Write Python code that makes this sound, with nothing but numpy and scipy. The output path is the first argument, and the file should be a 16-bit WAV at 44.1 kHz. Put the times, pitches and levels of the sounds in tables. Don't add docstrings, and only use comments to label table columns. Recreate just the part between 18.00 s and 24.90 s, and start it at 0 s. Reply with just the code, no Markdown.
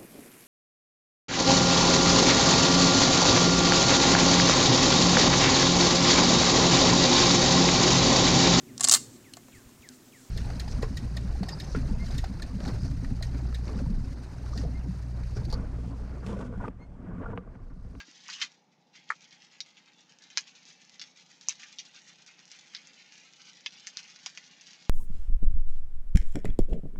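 import sys
import numpy as np
from scipy import signal
from scipy.fft import rfft, irfft, next_fast_len
from scipy.io import wavfile

SR = 44100
rng = np.random.default_rng(int(sys.argv[2]) if len(sys.argv) > 2 else 0)


def unload_audio(sound):
    columns = np.transpose(np.atleast_2d(sound))
    steps = np.round(np.clip(columns, -1, 1) * 32767)
    wavfile.write(sys.argv[1], SR, steps.astype(np.int16))


N = 304113

# frequency in Hz, relative spectral level in dB.
AIR_SPECTRUM = [(30, -22), (90, -46), (140, -3), (230, 4), (400, -6.5), (520, -2.5), (660, -7), (830, 1.5),
                (1020, -10.5), (2000, -16.5), (7000, -26.5)]
# pitch in Hz, Q, relative level in dB.
CASE_MODES = [(174.9, 3.6, 3), (226, 1.6, -3.5)]
# delay in seconds, level in dB.
REFLECTIONS = [(.0013, -25), (.0062, -11.5), (.0078, -15), (0.016, -26.5)]
# start in seconds, pitch in Hz, level in dB, Q.
PALM_KNOCKS = [(0.082, 264, -46.5, 2.6), (0.288, 1120, -41.5, 5.2), (0.416, 130, -56.5, 2),
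               (0.443, 226, -51.5, 2), (2.374, 1000, -35.5, 6.1), (3.485, 1025, -41.5, 3.9),
               (5.662, 1060, -42, 3.1), (6.264, 950, -40, 2.1), (6.377, 1010, -50, 1.5)]
# start in seconds, level in dB.
PALM_POPS = [(1.1033, -17.5), (1.119, -31)]
# pitch in Hz, Q, relative level in dB.
POCKET_MODES = [(525, 3, -23.5), (965, 7.5, -14), (1303, 4.6, 0), (1810, 6.3, -0.5), (2165, 17, -7.5)]
# start in seconds, low pitch in Hz, its
# level in dB, high pitch in Hz, its level in dB, Q, the crumbling after it in dB relative to the snap.
FACET_SNAPS = [(0.0029, 2020, -36.5, 4700, -43.5, .8, 2), (0.2885, 1860, -39, 5570, -44, 0.79, 5),
               (0.3004, 1540, -50, 3900, -35, 0.9, 3), (0.3301, 3450, -36, 6400, -38, 2.1, 5.5),
               (0.4161, 2484, -25, 4340, -30, 1.1, 5.5), (1.1045, 4400, -44, 8040, -31, 4.4, -15),
               (1.3097, 2120, -72, 4730, -49, 2.1, -10), (1.4214, 2780, -53, 5250, -48.5, 3.5, -20),
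               (1.6051, 3060, -43.5, 4460, -27.5, 1.64, -1.5), (1.7701, 2820, -44.5, 5820, -51, 2, -1),
               (2.008, 2800, -62, 6400, -50, 1.8, -14), (2.1875, 3100, -53, 6400, -47.5, 2.6, -12),
               (2.2232, 1580, -73, 5450, -46, 1.1, -11), (2.3029, 3050, -46, 6440, -45, 3.3, -4),
               (2.374, 2106, -23.5, 5020, -14.5, 1.8, -5.5), (2.3813, 2590, -27.5, 4934, -26.5, 1.3, -2),
               (2.4088, 2230, -53, 6750, -38, 2.5, -5), (2.654, 2810, -65, 5460, -45, 1.9, -10),
               (2.851, 2800, -58, 6050, -47, 1.5, -20), (2.896, 2800, -55, 4940, -44, 1.1, -13),
               (2.9963, 1790, -49.5, 4240, -34.5, 1.7, -4), (3.0152, 2624, -38.5, 4560, -33, 1.24, 2),
               (3.3175, 2040, -64, 6000, -47.5, 2.1, -13), (3.412, 1810, -54.5, 4740, -40.5, 1, -4),
               (3.4863, 2760, -37.5, 6640, -12, 3.5, -23), (3.4935, 2610, -33, 6300, -28, 8.3, -1),
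               (3.6329, 2107, -40, 5570, -43, 2.3, -1), (3.7861, 3480, -34.5, 5560, -35.5, 4.4, 0.5),
               (3.7923, 2280, -46, 5870, -37, 2.8, 2), (4.264, 2760, -50, 5850, -44, 1.3, -7),
               (4.455, 2820, -63, 5670, -44.5, 1.2, -18), (4.7496, 1900, -39.5, 4220, -30, 2.5, -6.5),
               (4.7668, 2140, -51, 4320, -35.5, 2.9, -17), (4.8723, 2240, -50.5, 6740, -40, 3.2, -11),
               (5.123, 2720, -47, 5500, -45, 2, -15), (5.155, 2750, -46, 5540, -50, 2.6, -10),
               (5.336, 2820, -50, 5400, -46.5, 1.9, -9), (5.4184, 1990, -70, 4080, -43.5, 1.3, -14.5),
               (5.6612, 2150, -30, 4990, -30, 5.1, -5.5), (5.6626, 3060, -23.5, 5800, -35, 3.2, -5),
               (5.8705, 2190, -35, 6050, -29.5, 2, -0.5), (5.9714, 1720, -41, 4900, -25, 1.8, -14),
               (6.0419, 2810, -50, 5760, -44, 1.6, -13), (6.161, 1920, -48.5, 4840, -41, 1.5, -7),
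               (6.2618, 2793, -28.5, 5820, -26, 2.1, -6), (6.3747, 2500, -32.5, 5680, -33.5, 2, -4.5),
               (6.6111, 3600, -50, 6000, -43.5, 1.5, 1.5), (6.733, 2780, -47, 5440, -44, 1.8, -8)]
# frequency in Hz, EQ gain in dB.
CRINKLE_EQ = [(200, -22), (500, -24), (1000, -6.5), (1500, -2), (2100, 3), (3000, 2.5), (4500, -1),
              (6200, -2), (8000, -1), (11000, -20.5)]
# time in seconds, level in dB.
LIGHT_CONTACT = [(0, -60), (.48, -63), (.68, -78), (.9, -74), (1.15, -65), (2, -68), (2.45, -62),
                 (2.85, -66), (3.3, -65), (3.7, -59), (4.2, -65), (4.85, -57), (5.3, -63), (6, -57),
                 (6.9, -60)]
# first pass in seconds, last pass
# in seconds, number of passes, level in dB, treble tilt in dB.
ROLLING_BOUTS = [(0.084, 0.165, 2, -56, 8), (0.962, 1.1, 2, -54, -3), (1.232, 1.534, 4, -56, 0),
                 (1.672, 2.105, 5, -59, -1), (2.235, 2.567, 5, -56, 1.5), (2.698, 3.439, 7, -57.5, 3),
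                 (3.603, 4.1, 5, -55, 4), (4.204, 4.395, 3, -58, -4.5), (4.526, 5.251, 7, -58.5, -3.5),
                 (5.408, 5.836, 6, -57.5, 0), (6.038, 6.442, 6, -57.5, -4), (6.52, 6.823, 5, -60.5, 0)]
# peak in seconds, level in dB, rise in seconds, fall in seconds.
HARD_SQUEEZES = [(0.345, -45, 0.07, 0.034), (0.439, -35.5, 0.029, 0.0069), (0.73, -69.5, 0.012, 0.011),
                 (2.375, -50.5, 0.013, 0.03), (2.701, -53, 0.03, 0.013), (3.165, -56.5, .006, 0.023),
                 (3.499, -40.5, 0.0086, 0.013), (3.615, -51.5, 0.016, 0.037), (3.95, -50.5, 0.0089, 0.018),
                 (4.1, -54, 0.035, 0.014), (4.278, -53.5, 0.0088, 0.026), (4.515, -52, 0.006, 0.058),
                 (4.741, -46.5, 0.0037, 0.021), (5.125, -54, 0.0058, .035), (5.182, -50, 0.0045, 0.012),
                 (5.41, -57.5, 0.0093, 0.025), (5.49, -52.5, 0.032, 0.0099), (5.742, -53.5, .012, 0.034),
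                 (5.997, -45, 0.023, 0.0068), (6.1, -56, 0.033, .02), (6.27, -47.5, .012, 0.0098),
                 (6.676, -54.5, .01, 0.067)]

AIR_DB, FAN_DB, FAN_TURNS_PER_S = -70, -74, 29.35
PASS_RISE_S, PASS_FALL_S = 0.017, 0.027
CONTACT_TILT_DB, SQUEEZE_TILT_DB, TILT_PIVOT_HZ = 2, 4.5, 3400
CRUMBLE_T60_S, T60_DOUBLES_DB = 0.07, 12.5
MIC_EDGE_HZ, CUTOFF_HZ = 6817, 15700
HIT_GAIN = np.sqrt(SR / 1000)


def from_db(db):
    return 10 ** (np.asarray(db) / 20)


def rms_one(x):
    return x / np.sqrt(np.mean(x ** 2) + 1e-20)


def energy_one(x):
    return x / np.sqrt(np.sum(x ** 2) + 1e-20)


def add(out, s, sound):
    start = int(np.clip(round(s * SR), 0, N - 1))
    out[start:start + len(sound)] += sound[:N - start]


def resonate(x, hz, q):
    half_width = np.exp(.5 / max(q, .5))
    edges = [hz / half_width, min(hz * half_width, .45 * SR)]
    return signal.sosfilt(signal.butter(2, edges, "band", fs=SR, output="sos"), x + 1e-18)


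def colour(x, spectrum):
    hz, db = np.transpose(spectrum)
    size = next_fast_len(N)
    bin_hz = np.maximum(np.arange(size // 2 + 1) * SR / size, 1)
    gain = from_db(np.interp(np.log(bin_hz), np.log(hz), db))
    return rms_one(irfft(rfft(x, size) * gain, size)[:N])


def clicks(size, per_s, spread_db, top_db):
    fires = rng.random(size) < per_s / SR
    strength_db = np.minimum(spread_db * rng.exponential(1, size), top_db)
    return fires * from_db(strength_db) * rng.choice([-1, 1], size)


def room(x, diffuse_db, t60, stretches):
    out, t = np.zeros(N), np.arange(SR // 4) / SR
    for stretch in np.array_split(np.arange(N), stretches):
        tail = rng.standard_normal(len(t)) * from_db(-60 * t / t60)
        response = from_db(diffuse_db) * energy_one(tail)
        response[0] += 1
        for delay, db in REFLECTIONS:
            response[int(delay * rng.uniform(.85, 1.15) * SR)] += from_db(db)
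        add(out, stretch[0] / SR, signal.fftconvolve(x[stretch], energy_one(response)))
    return out


def room_air():
    return from_db(AIR_DB) * colour(rng.standard_normal(N), AIR_SPECTRUM)


def fan():
    knocks = np.zeros(N)
    for turn in range(int(N / SR * FAN_TURNS_PER_S)):
        late_s, strength_db = rng.normal(0, 0.00017), rng.normal(0, 3.2)
        add(knocks, turn / FAN_TURNS_PER_S + late_s, from_db([strength_db]))
    hum = sum(from_db(db) * rms_one(resonate(knocks, hz, q)) for hz, q, db in CASE_MODES)
    return from_db(FAN_DB) * rms_one(hum)


def palm_knocks():
    out, push = np.zeros(N), signal.unit_impulse(SR // 10)
    for s, hz, db, q in PALM_KNOCKS:
        add(out, s - .0004, from_db(db) * HIT_GAIN * energy_one(resonate(push, hz, q)))
    return out


def palm_pops():
    out, puff = np.zeros(N), signal.unit_impulse(SR // 10)
    ring = sum(from_db(db) * energy_one(resonate(puff, hz, q)) for hz, q, db in POCKET_MODES)
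    muffled = signal.sosfilt(signal.butter(8, 2400, fs=SR, output="sos"), ring)
    for s, db in PALM_POPS:
        add(out, s - .001, from_db(db) * HIT_GAIN * muffled)
    return out


def palm_pressure():
    t = np.arange(N) / SR
    swells = [(s, db, PASS_RISE_S, PASS_FALL_S, tilt_db)
              for first, last, passes, db, tilt_db in ROLLING_BOUTS
              for s in np.linspace(first, last, round(passes))]
    swells += [(*squeeze, SQUEEZE_TILT_DB) for squeeze in HARD_SQUEEZES]
    power = from_db(np.interp(t, *np.transpose(LIGHT_CONTACT))) ** 2
    weighted_tilt = power * CONTACT_TILT_DB
    for s, db, rise, fall, tilt_db in swells:
        near = slice(max(0, int((s - .5) * SR)), int((s + 1) * SR))
        since = t[near] - s
        swell = from_db(db) ** 2 * np.exp(-np.where(since < 0, (since / rise) ** 2, since / fall))
        power[near] += swell
        weighted_tilt[near] += swell * tilt_db
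    return np.sqrt(power), weighted_tilt / power


def small_facets(pressure, per_s=2.0, low_hz=2680, high_hz=5700, q=2.1, crumble_db=-16):
    rows = []
    for at in rng.integers(0, N, int(per_s * N / SR)):
        detune = 2 ** rng.normal(0, .15)
        db = 20 * np.log10(pressure[at]) + rng.normal(0, 1)
        rows.append((at / SR, low_hz * detune, db + 5, high_hz * detune, db + 11, q, crumble_db))
    return rows


def shimmer(force, hz, modes=3, width_hz=90):
    pitches = hz * 2 ** (np.linspace(-.3, .3, modes) + rng.normal(0, 0.044, modes))
    rings = [rng.choice([-1, 1]) * resonate(force, min(f, 7600), q=f / width_hz) for f in pitches]
    return energy_one(sum(rings))


def snaps(facets):
    out, t = np.zeros(N), np.arange(SR // 6) / SR
    flip = signal.unit_impulse(len(t))
    for s, low_hz, low_db, high_hz, high_db, q, crumble_db in facets:
        t60 = max(CRUMBLE_T60_S * 2 ** (crumble_db / T60_DOUBLES_DB), .01)
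        cascade = clicks(len(t), per_s=2400, spread_db=3.0, top_db=22.5) * from_db(-60 * t / t60)
        force = flip + from_db(crumble_db) * energy_one(cascade)
        for hz, db in (low_hz, low_db), (high_hz, high_db):
            ring = energy_one(resonate(force, hz, q)) * np.sqrt(np.sum(force ** 2))
            ring += from_db(crumble_db - 1.5) * shimmer(force, hz)
            ring += from_db(-20.5) * flip
            add(out, s - .0004, from_db(db) * HIT_GAIN * ring)
    return signal.sosfilt(signal.butter(3, 900, "high", fs=SR, output="sos"), out + 1e-18)


def creases(bands=12):
    out = np.zeros(N)
    for hz in np.geomspace(1100, 7500, bands):
        top_db = 15 + 3 * np.log2(hz / 3000)
        crackle = clicks(N, per_s=420, spread_db=6.0, top_db=top_db)
        out += np.sqrt(hz) * rms_one(resonate(crackle, hz, q=2.37))
    return rms_one(out)


def rolling(pressure, tilt_db):
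    sparse_clicks = clicks(N, per_s=55, spread_db=6.5, top_db=13)
    ticks = rms_one(resonate(sparse_clicks, hz=5260, q=0.94))
    crinkle = creases()
    skin_hiss = rng.standard_normal(N)
    texture = crinkle + from_db(-4) * ticks + from_db(-12.5) * skin_hiss
    texture = colour(room(texture, diffuse_db=1.5, t60=0.074, stretches=50), CRINKLE_EQ)
    body = signal.sosfiltfilt(signal.butter(2, TILT_PIVOT_HZ, fs=SR, output="sos"), texture)
    treble = texture - body
    return pressure * (body * from_db(-tilt_db / 2) + treble * from_db(tilt_db / 2))


def scene():
    pressure, tilt_db = palm_pressure()
    facets = list(FACET_SNAPS) + small_facets(pressure)
    hits = snaps(facets) + palm_knocks() + palm_pops()
    hits = room(hits, diffuse_db=-8.5, t60=0.071, stretches=12)
    return (room_air() + hits + rolling(pressure, tilt_db) + fan())[None, :]


def record(dry):
    speech_band = signal.sosfilt(signal.butter(12, MIC_EDGE_HZ, fs=SR, output="sos"), dry)
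    leak = from_db(-29) * dry
    hiss = from_db(-95.5) * rng.standard_normal(dry.shape)
    top_cut = signal.ellip(10, .1, 80, CUTOFF_HZ, fs=SR, output="sos")
    return signal.sosfilt(top_cut, speech_band + leak + hiss)


dry = scene()
out = record(dry)
unload_audio(out)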